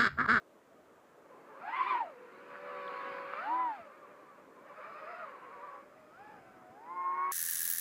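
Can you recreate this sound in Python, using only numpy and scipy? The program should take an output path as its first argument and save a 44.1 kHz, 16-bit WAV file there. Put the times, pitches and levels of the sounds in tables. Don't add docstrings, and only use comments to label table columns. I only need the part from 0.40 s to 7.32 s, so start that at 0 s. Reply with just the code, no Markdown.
import sys
import numpy as np
from scipy import signal
from scipy.fft import rfft, irfft, next_fast_len
from scipy.io import wavfile
from scipy.ndimage import uniform_filter1d, map_coordinates

SR = 44100
rng = np.random.default_rng(int(sys.argv[2]) if len(sys.argv) > 2 else 0)


def wav_record(signal):
    frames = np.transpose(np.atleast_2d(signal))
    bounded = np.clip(frames, -1, 1)
    quanta = np.round(bounded * 32767).astype(np.int16)
    wavfile.write(sys.argv[1], SR, quanta)


N = 304995

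# time_s, fast_propeller_hz, slow_propeller_hz
CRUISE_SPEED = [(0, 631.3, 517.7), (.8, 648.4, 520), (.97, 511.7, 420), (1.15, 556.3, 495),
                (1.79, 492.6, 471.1), (1.89, 515.6, 460.6), (1.99, 558.5, 490.3), (2.25, 579, 499),
                (2.59, 550.5, 497.8), (2.9, 553.2, 501), (3.6, 591.2, 531.1), (4.17, 549.8, 494.1),
                (4.52, 641.6, 582.7), (5.02, 519.3, 491.2), (5.21, 586.2, 473), (5.37, 562.7, 524.7),
                (5.6, 634.2, 588.7), (5.72, 613, 608), (6.07, 762, 677.6), (6.25, 730, 637),
                (6.68, 737.8, 662), (6.92, 778, 731)]
# start_s, rise_s, hold_s, fall_s, fast_gain_hz, slow_gain_hz, slow_extra_db
THROTTLE_PUNCHES = [(1.134, 0.3, .075, .26, 641, 540, 3), (2.922, .243, .04, .3, 430.4, 257.2, -13.5),
                    (4.598, .17, 0.0099, .16, 125.4, 112.1, 1), (5.69, .16, .046, 0.16, 188.9, 201.1, 1),
                    (6.267, .3, 0.75, 0.19, 332.3, 241.4, -7)]
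# time_s, level_db
CRAFT_LOUDNESS = [(0, -29.5), (.77, -28), (.9, -15.5), (1.2, -10), (1.3, -4), (1.48, -3), (1.535, 1),
                  (1.66, -8.5), (2.05, -7), (2.31, 1.5), (2.74, 4.5), (3.06, 0), (3.28, -4.5), (3.5, -10.5),
                  (4.13, -17), (4.42, -4.5), (4.79, -3), (5.01, -5), (5.35, -5), (5.49, -17.5), (6.35, -19),
                  (6.56, -13.5), (6.87, -5)]
# time_s, lean (0 face-on to 1 edge-on)
ROTOR_LEAN = [(0, 0.48), (1.18, 0.24), (1.3, 0.25), (1.46, 0.31), (1.62, 0.45), (2.1, 0.2), (2.37, 0.32),
              (2.6, 0.032), (2.86, .25), (3, 0), (3.12, 0.84), (3.27, 0.79), (3.36, 0.24), (4.6, 0.058),
              (5.3, 0.12), (5.55, 0.22), (5.9, 0.36), (6.12, 0.18), (6.33, 0.46), (6.47, 0.48),
              (6.52, 0.93), (6.92, 0.71)]
# time_s, roughness (0 to 1)
TURBULENCE = [(0, .8), (1.1, .7), (1.3, .55), (1.42, .7), (1.55, .6), (1.65, .45), (1.8, .2), (2.3, .07),
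              (2.85, .1), (3, .2), (3.1, .1), (3.3, .1), (3.45, .35), (4.2, .7), (4.8, .4), (5.4, .3),
              (5.8, .12), (6.3, .14), (6.55, .05), (6.92, .07)]

# base_db (craft loudness 0 dB, face-on, at HOVER_HZ), speed_db_per_octave, edge_on_db
FUNDAMENTAL_LAW = (-56.5, 14.94, 22.6)
OCTAVE_LAW = (-53, 6.3, 0.42)
THIRD_HARMONIC_LAW = (-64, 3.1, -12)
WASH_LAW = (-48.5, 8.7, -5)
TIP_LAW = (-59, 9.7, -10)

# shaft_multiple, level_db
UNBALANCE_TONES = [(1, -23), (2, -26), (4, -14), (5, -27), (7, -57), (8, -55)]
# shaft_multiple, level_db
OVERTONES = [(12, -0.5), (15, -12), (18, -21.5), (21, -21.5), (24, -20.5)]
# pitch_hz, level_db
RADIATION = [(100, -6.5), (185, 1), (300, 2), (1700, -15), (2400, 1), (3300, -13.5), (4700, -13.5),
             (6000, -21), (15000, -17)]
# center_s, depth_db, half_length_s
WHINE_DIPS = [(1.285, 0, 0.0065), (3.224, 1.5, 0.011), (6.548, 13, .016), (6.638, 6.5, .016),
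              (6.764, 10, 0.013), (6.915, 6, 0.021)]
# time_s, level_db
OCTAVE_STRENGTH = [(1.1, 0.5), (1.35, 2), (1.6, -4), (1.72, -5.5), (2.2, -11), (2.3, -1.5), (2.65, 2.5),
                   (2.88, -7), (2.96, 3.5), (3.04, 9.5), (3.11, -8.5), (3.3, -1.5), (3.7, -0.5), (4.4, 1),
                   (4.78, 3.5), (5.02, 1.5), (5.33, 5.5), (5.5, -3.5), (5.85, 2.5), (6.45, -7), (6.65, 2),
                   (6.92, -2)]
# time_s, level_db
TREBLE_STRENGTH = [(0, -7.5), (1.5, 2), (2.4, 0.5), (3, 1), (3.25, 1.5), (3.6, -2.5), (4.2, -2),
                   (5.35, -5.5), (5.87, 2), (6.3, -6), (6.92, -6.5)]

# pitch_hz, relative_db_per_hz
WASH_COLOR = [(20, -85), (80, -43), (140, -23.5), (200, -20.5), (350, -12.5), (580, 5), (700, -5),
              (850, 3.5), (1200, 11.5), (1600, 6), (2200, -1.5), (2700, -14.5), (3200, -39), (5000, -42.5)]
# pitch_hz, relative_db_per_hz
TIP_COLOR = [(1500, -26), (2300, 14), (2800, 6), (3300, -2.5), (4200, -3), (5000, -9), (5600, -22.5),
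             (7000, -25.5), (10000, -35), (15000, -34.5)]
# time_s, level_db
SIZZLE_LEVEL = [(4.1, -100), (4.4, -88), (4.75, -78), (4.95, -106), (5.3, -86), (5.55, -92), (5.9, -86),
                (6.2, -91), (6.92, -85)]
# start_s, envelope_peak_db, pitch_hz
TICKS = [(2.156, -36, 1500), (2.479, -44, 3400), (2.784, -35, 1600), (2.936, -27, 1200)]

# time_s, rush_db, breeze_on_microphone_db
AIR_LEVEL = [(0, -63.5, -83), (.8, -62, -81), (1.1, -59, -91.5), (1.8, -62, -86), (2.8, -56.5, -81.5),
             (3.5, -62.5, -85.5), (4.2, -60, -81), (5.2, -62, -83.5), (5.65, -61, -77.5), (6.1, -60, -71.5),
             (6.5, -60, -87), (6.92, -64.5, -87.5)]
# pitch_hz, relative_db_per_hz
RUSH_COLOR = [(30, -51.5), (80, -29), (130, -10), (200, -1.5), (300, 2.5), (450, 3), (640, 0.5), (720, -2),
              (1200, -6.5), (2200, -15), (3500, -40)]
# pitch_hz, relative_db_per_hz
BREEZE_COLOR = [(20, -11), (45, -8), (80, 1.5), (130, 5), (200, -0.5), (300, -12), (500, -42)]
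# pitch_hz, relative_db_per_hz
HISS_COLOR = [(100, -5), (3000, 9.5), (5000, 2), (7000, 5), (9000, 0.5), (11500, -1.5), (15000, 0)]
# center_s, level_db, half_length_s
PUFFS = [(2.728, -59, 0.017), (3.417, -60.5, 0.014), (6.11, -61.5, .015), (6.196, -61, 0.033),
         (6.31, -63.5, 0.021)]
# pitch_hz, relative_db_per_hz
PUFF_COLOR = [(30, -36), (90, -5), (170, 5), (260, 3), (400, -1), (800, -45.5)]

HOVER_HZ = 600
ROCK_HZ, ROCK_SHARE, CALM = 9, .09, .06
FADING_DB = 1.82
SLOW_OCTAVE_DB = -3
LOWEST_DB, LOWEST_DB_PER_OCTAVE, LOWEST_REF_HZ = -9, -10, 500
TOP_HZ = 15200


def amp(db):
    return 10 ** (np.asarray(db) / 20)


def unit(x):
    return x / np.sqrt(np.mean(x ** 2) + 1e-20)


def along(points, hz):
    point_hz, value = np.transpose(points)
    return np.interp(np.log(hz + 1), np.log(point_hz + 1), value)


def curves(rows):
    time_s, *columns = np.transpose(rows)
    return [np.interp(np.arange(N) / SR, time_s, column) for column in columns]


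def wobble(rate):
    knots = rng.standard_normal(N // 16)
    coarse = np.arange(0, N + 32, 32)
    values = map_coordinates(knots, [coarse * rate / SR], mode="wrap")
    return np.interp(np.arange(N), coarse, values)


def filtered(x, response):
    size = next_fast_len(N + SR // 4)
    hz = np.fft.rfftfreq(size, 1 / SR)
    return irfft(rfft(x, size) * response(hz), size)[:N]


def noise(color, patchy_db):
    grid = signal.stft(rng.standard_normal(N), nperseg=1024)[2]
    patches = uniform_filter1d(rng.standard_normal(grid.shape), size=5, axis=0)
    patches = uniform_filter1d(patches, size=7, axis=1)
    patchy = signal.istft(grid * amp(patchy_db * unit(patches)), nperseg=1024)[1][:N]
    return unit(filtered(patchy, lambda hz: amp(along(color, hz))))


def ease(u):
    return .5 - .5 * np.cos(np.pi * np.clip(u, 0, 1))


def throttle():
    t = np.arange(N) / SR
    fast_hz, slow_hz = curves(CRUISE_SPEED)
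    slow_db = np.zeros(N)
    for start, rise, hold, fall, fast_gain_hz, slow_gain_hz, extra_db in THROTTLE_PUNCHES:
        end = start + rise + hold + fall
        push = ease((t - start) / rise) * ease((end - t) / fall)
        fast_hz = fast_hz + fast_gain_hz * push
        slow_hz = slow_hz + slow_gain_hz * push
        slow_db = slow_db + extra_db * push
    return fast_hz, slow_hz, slow_db


def level(law, blade_hz):
    base_db, per_octave_db, edge_db = law
    craft_db, = curves(CRAFT_LOUDNESS)
    lean, = curves(ROTOR_LEAN)
    speed_db = per_octave_db * np.log2(blade_hz / HOVER_HZ)
    return base_db + craft_db + speed_db + edge_db * np.clip(lean, 0, 1)


def whine_dips():
    t = np.arange(N) / SR
    return sum(db * np.exp(-((t - center) / length) ** 2) for center, db, length in WHINE_DIPS)


def shaft_rate(blade_hz, speed, hunt, rough):
    rocking = ROCK_SHARE * np.maximum(rough - CALM, 0) * (HOVER_HZ / blade_hz) ** 2
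    swing = np.sin(2 * np.pi * ROCK_HZ * np.arange(N) / SR + 1.6 * wobble(6))
    correction = hunt * wobble(9) + rocking * swing
    eddy_jitter = rough * (.024 * wobble(45) + .028 * wobble(170))
    return speed * blade_hz * (1 + correction + eddy_jitter) / 3


def propeller(blade_hz, speed, hunt, gain_db, unbalance_db=0, dip_db=0, bright_db=0):
    first_db = level(FUNDAMENTAL_LAW, blade_hz)
    octave_db = level(OCTAVE_LAW, blade_hz) + bright_db + curves(OCTAVE_STRENGTH)[0]
    third_db = level(THIRD_HARMONIC_LAW, blade_hz) + curves(TREBLE_STRENGTH)[0]
    rough, = curves(TURBULENCE)
    shaft_hz = shaft_rate(blade_hz, speed, hunt, rough)
    angle = 2 * np.pi * np.cumsum(shaft_hz) / SR

    tone_levels = [(3, first_db - dip_db), (6, octave_db), (9, third_db)]
    weak_tones = [(k, first_db + unbalance_db + db) for k, db in UNBALANCE_TONES]
    weak_tones += [(k, third_db + db) for k, db in OVERTONES]
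    for k, db in weak_tones:
        tone_levels.append((k, db + along(RADIATION, k * shaft_hz)))

    tones = np.zeros(N)
    for k, db in tone_levels:
        flutter = .3 * wobble(220) if k <= 3 else .8 * wobble(450)
        load = 1 + rough * (1.09 * wobble(45) + flutter)
        wave = np.sin(k * angle + rng.uniform(0, 2 * np.pi))
        tones += amp(db + FADING_DB * wobble(11)) * load * wave
    return np.sqrt(2) * amp(gain_db) * tones, angle


def buzz(angle, blade_db, count=18):
    shaft_hz = np.gradient(angle) * SR / (2 * np.pi)
    lines, power = np.zeros(N), np.zeros(N)
    for k in range(4, count + 1):
        on_blade = k % 3 == 0
        gain = amp(along(WASH_COLOR, k * shaft_hz) + blade_db * on_blade)
        lines += gain * (wobble(28) * np.cos(k * angle) + wobble(28) * np.sin(k * angle))
        power += gain ** 2
    return unit(lines / np.sqrt(power))


def wake(blade_hz, angles, chop):
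    pulsing = unit(1 + chop * np.cos(3 * angles[0]))
    buzzing = unit(sum(buzz(angle, blade_db=7) for angle in angles))
    wash_db = level(WASH_LAW, blade_hz) + 1.2 * wobble(14)
    wash = amp(wash_db) * unit(noise(WASH_COLOR, patchy_db=2.2) + .9 * buzzing)
    tip_db = level(TIP_LAW, blade_hz) + curves(TREBLE_STRENGTH)[0]
    tips = amp(tip_db) * noise(TIP_COLOR, patchy_db=3.0)
    return pulsing * (wash + tips)


def sizzle():
    sizzle_db, = curves(SIZZLE_LEVEL)
    band = filtered(rng.standard_normal(N), lambda hz: np.exp(-((hz - 5020) / 230) ** 2))
    return amp(sizzle_db) * unit(band)


def ticks():
    out, t = np.zeros(N + SR), np.arange(SR // 40) / SR
    u = t / .0006
    for start, db, hz in TICKS:
        tick = amp(db) * u * np.exp(1 - u) * np.sin(2 * np.pi * hz * t)
        out[round(start * SR):][:len(t)] += tick
    return out[:N]


def field(x, t60):
    t = np.arange(SR // 2) / SR
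    tail = rng.standard_normal(len(t)) * amp(-60 * t / t60) * (t > .006)
    scatter = signal.fftconvolve(x, tail / np.linalg.norm(tail))[:N]
    return filtered(scatter, lambda hz: 1 / (1 + (hz / 3500) ** 2))


def puffs():
    t = np.arange(N) / SR
    swell = sum(amp(db) * np.exp(-((t - center) / length) ** 2) for center, db, length in PUFFS)
    return swell * noise(PUFF_COLOR, patchy_db=3.0)


def outdoors():
    rush_db, breeze_db = curves(AIR_LEVEL)
    rush = amp(rush_db) * noise(RUSH_COLOR, patchy_db=2.0)
    breeze = amp(breeze_db + 1.2 * wobble(13)) * noise(BREEZE_COLOR, patchy_db=1.0)
    hiss = amp(-76.5) * noise(HISS_COLOR, patchy_db=0.0)
    return rush + breeze + hiss


def scene():
    fast_hz, slow_hz, slow_db = throttle()
    fast, fast_angle = propeller(fast_hz, speed=1, hunt=.001, gain_db=0, dip_db=whine_dips())
    slow, slow_angle = propeller(slow_hz, speed=1, hunt=.001, gain_db=slow_db,
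                                 unbalance_db=-7, bright_db=SLOW_OCTAVE_DB)
    third, _ = propeller(fast_hz, speed=0.9, hunt=0.032, gain_db=-0.5)
    lowest_db = LOWEST_DB + LOWEST_DB_PER_OCTAVE * np.log2(slow_hz / LOWEST_REF_HZ)
    lowest, lowest_angle = propeller(slow_hz, speed=.775, hunt=0.006054, gain_db=slow_db + lowest_db,
                                     bright_db=SLOW_OCTAVE_DB)
    rough, = curves(TURBULENCE)
    whine = fast + slow + rough * third + lowest
    rotor_wake = wake(fast_hz, [fast_angle, slow_angle, lowest_angle], chop=0.043)
    craft = whine + rotor_wake + sizzle() + ticks()
    craft = filtered(craft, lambda hz: 1 - 1 / (1 + (hz / 130) ** 4))
    scatter = amp(-22) * field(craft, t60=0.4)
    return (craft + scatter + outdoors() + puffs())[None]


def record(dry):
    return filtered(dry[0], lambda hz: hz < TOP_HZ)[None]


dry = scene()
out = record(dry)
wav_record(out)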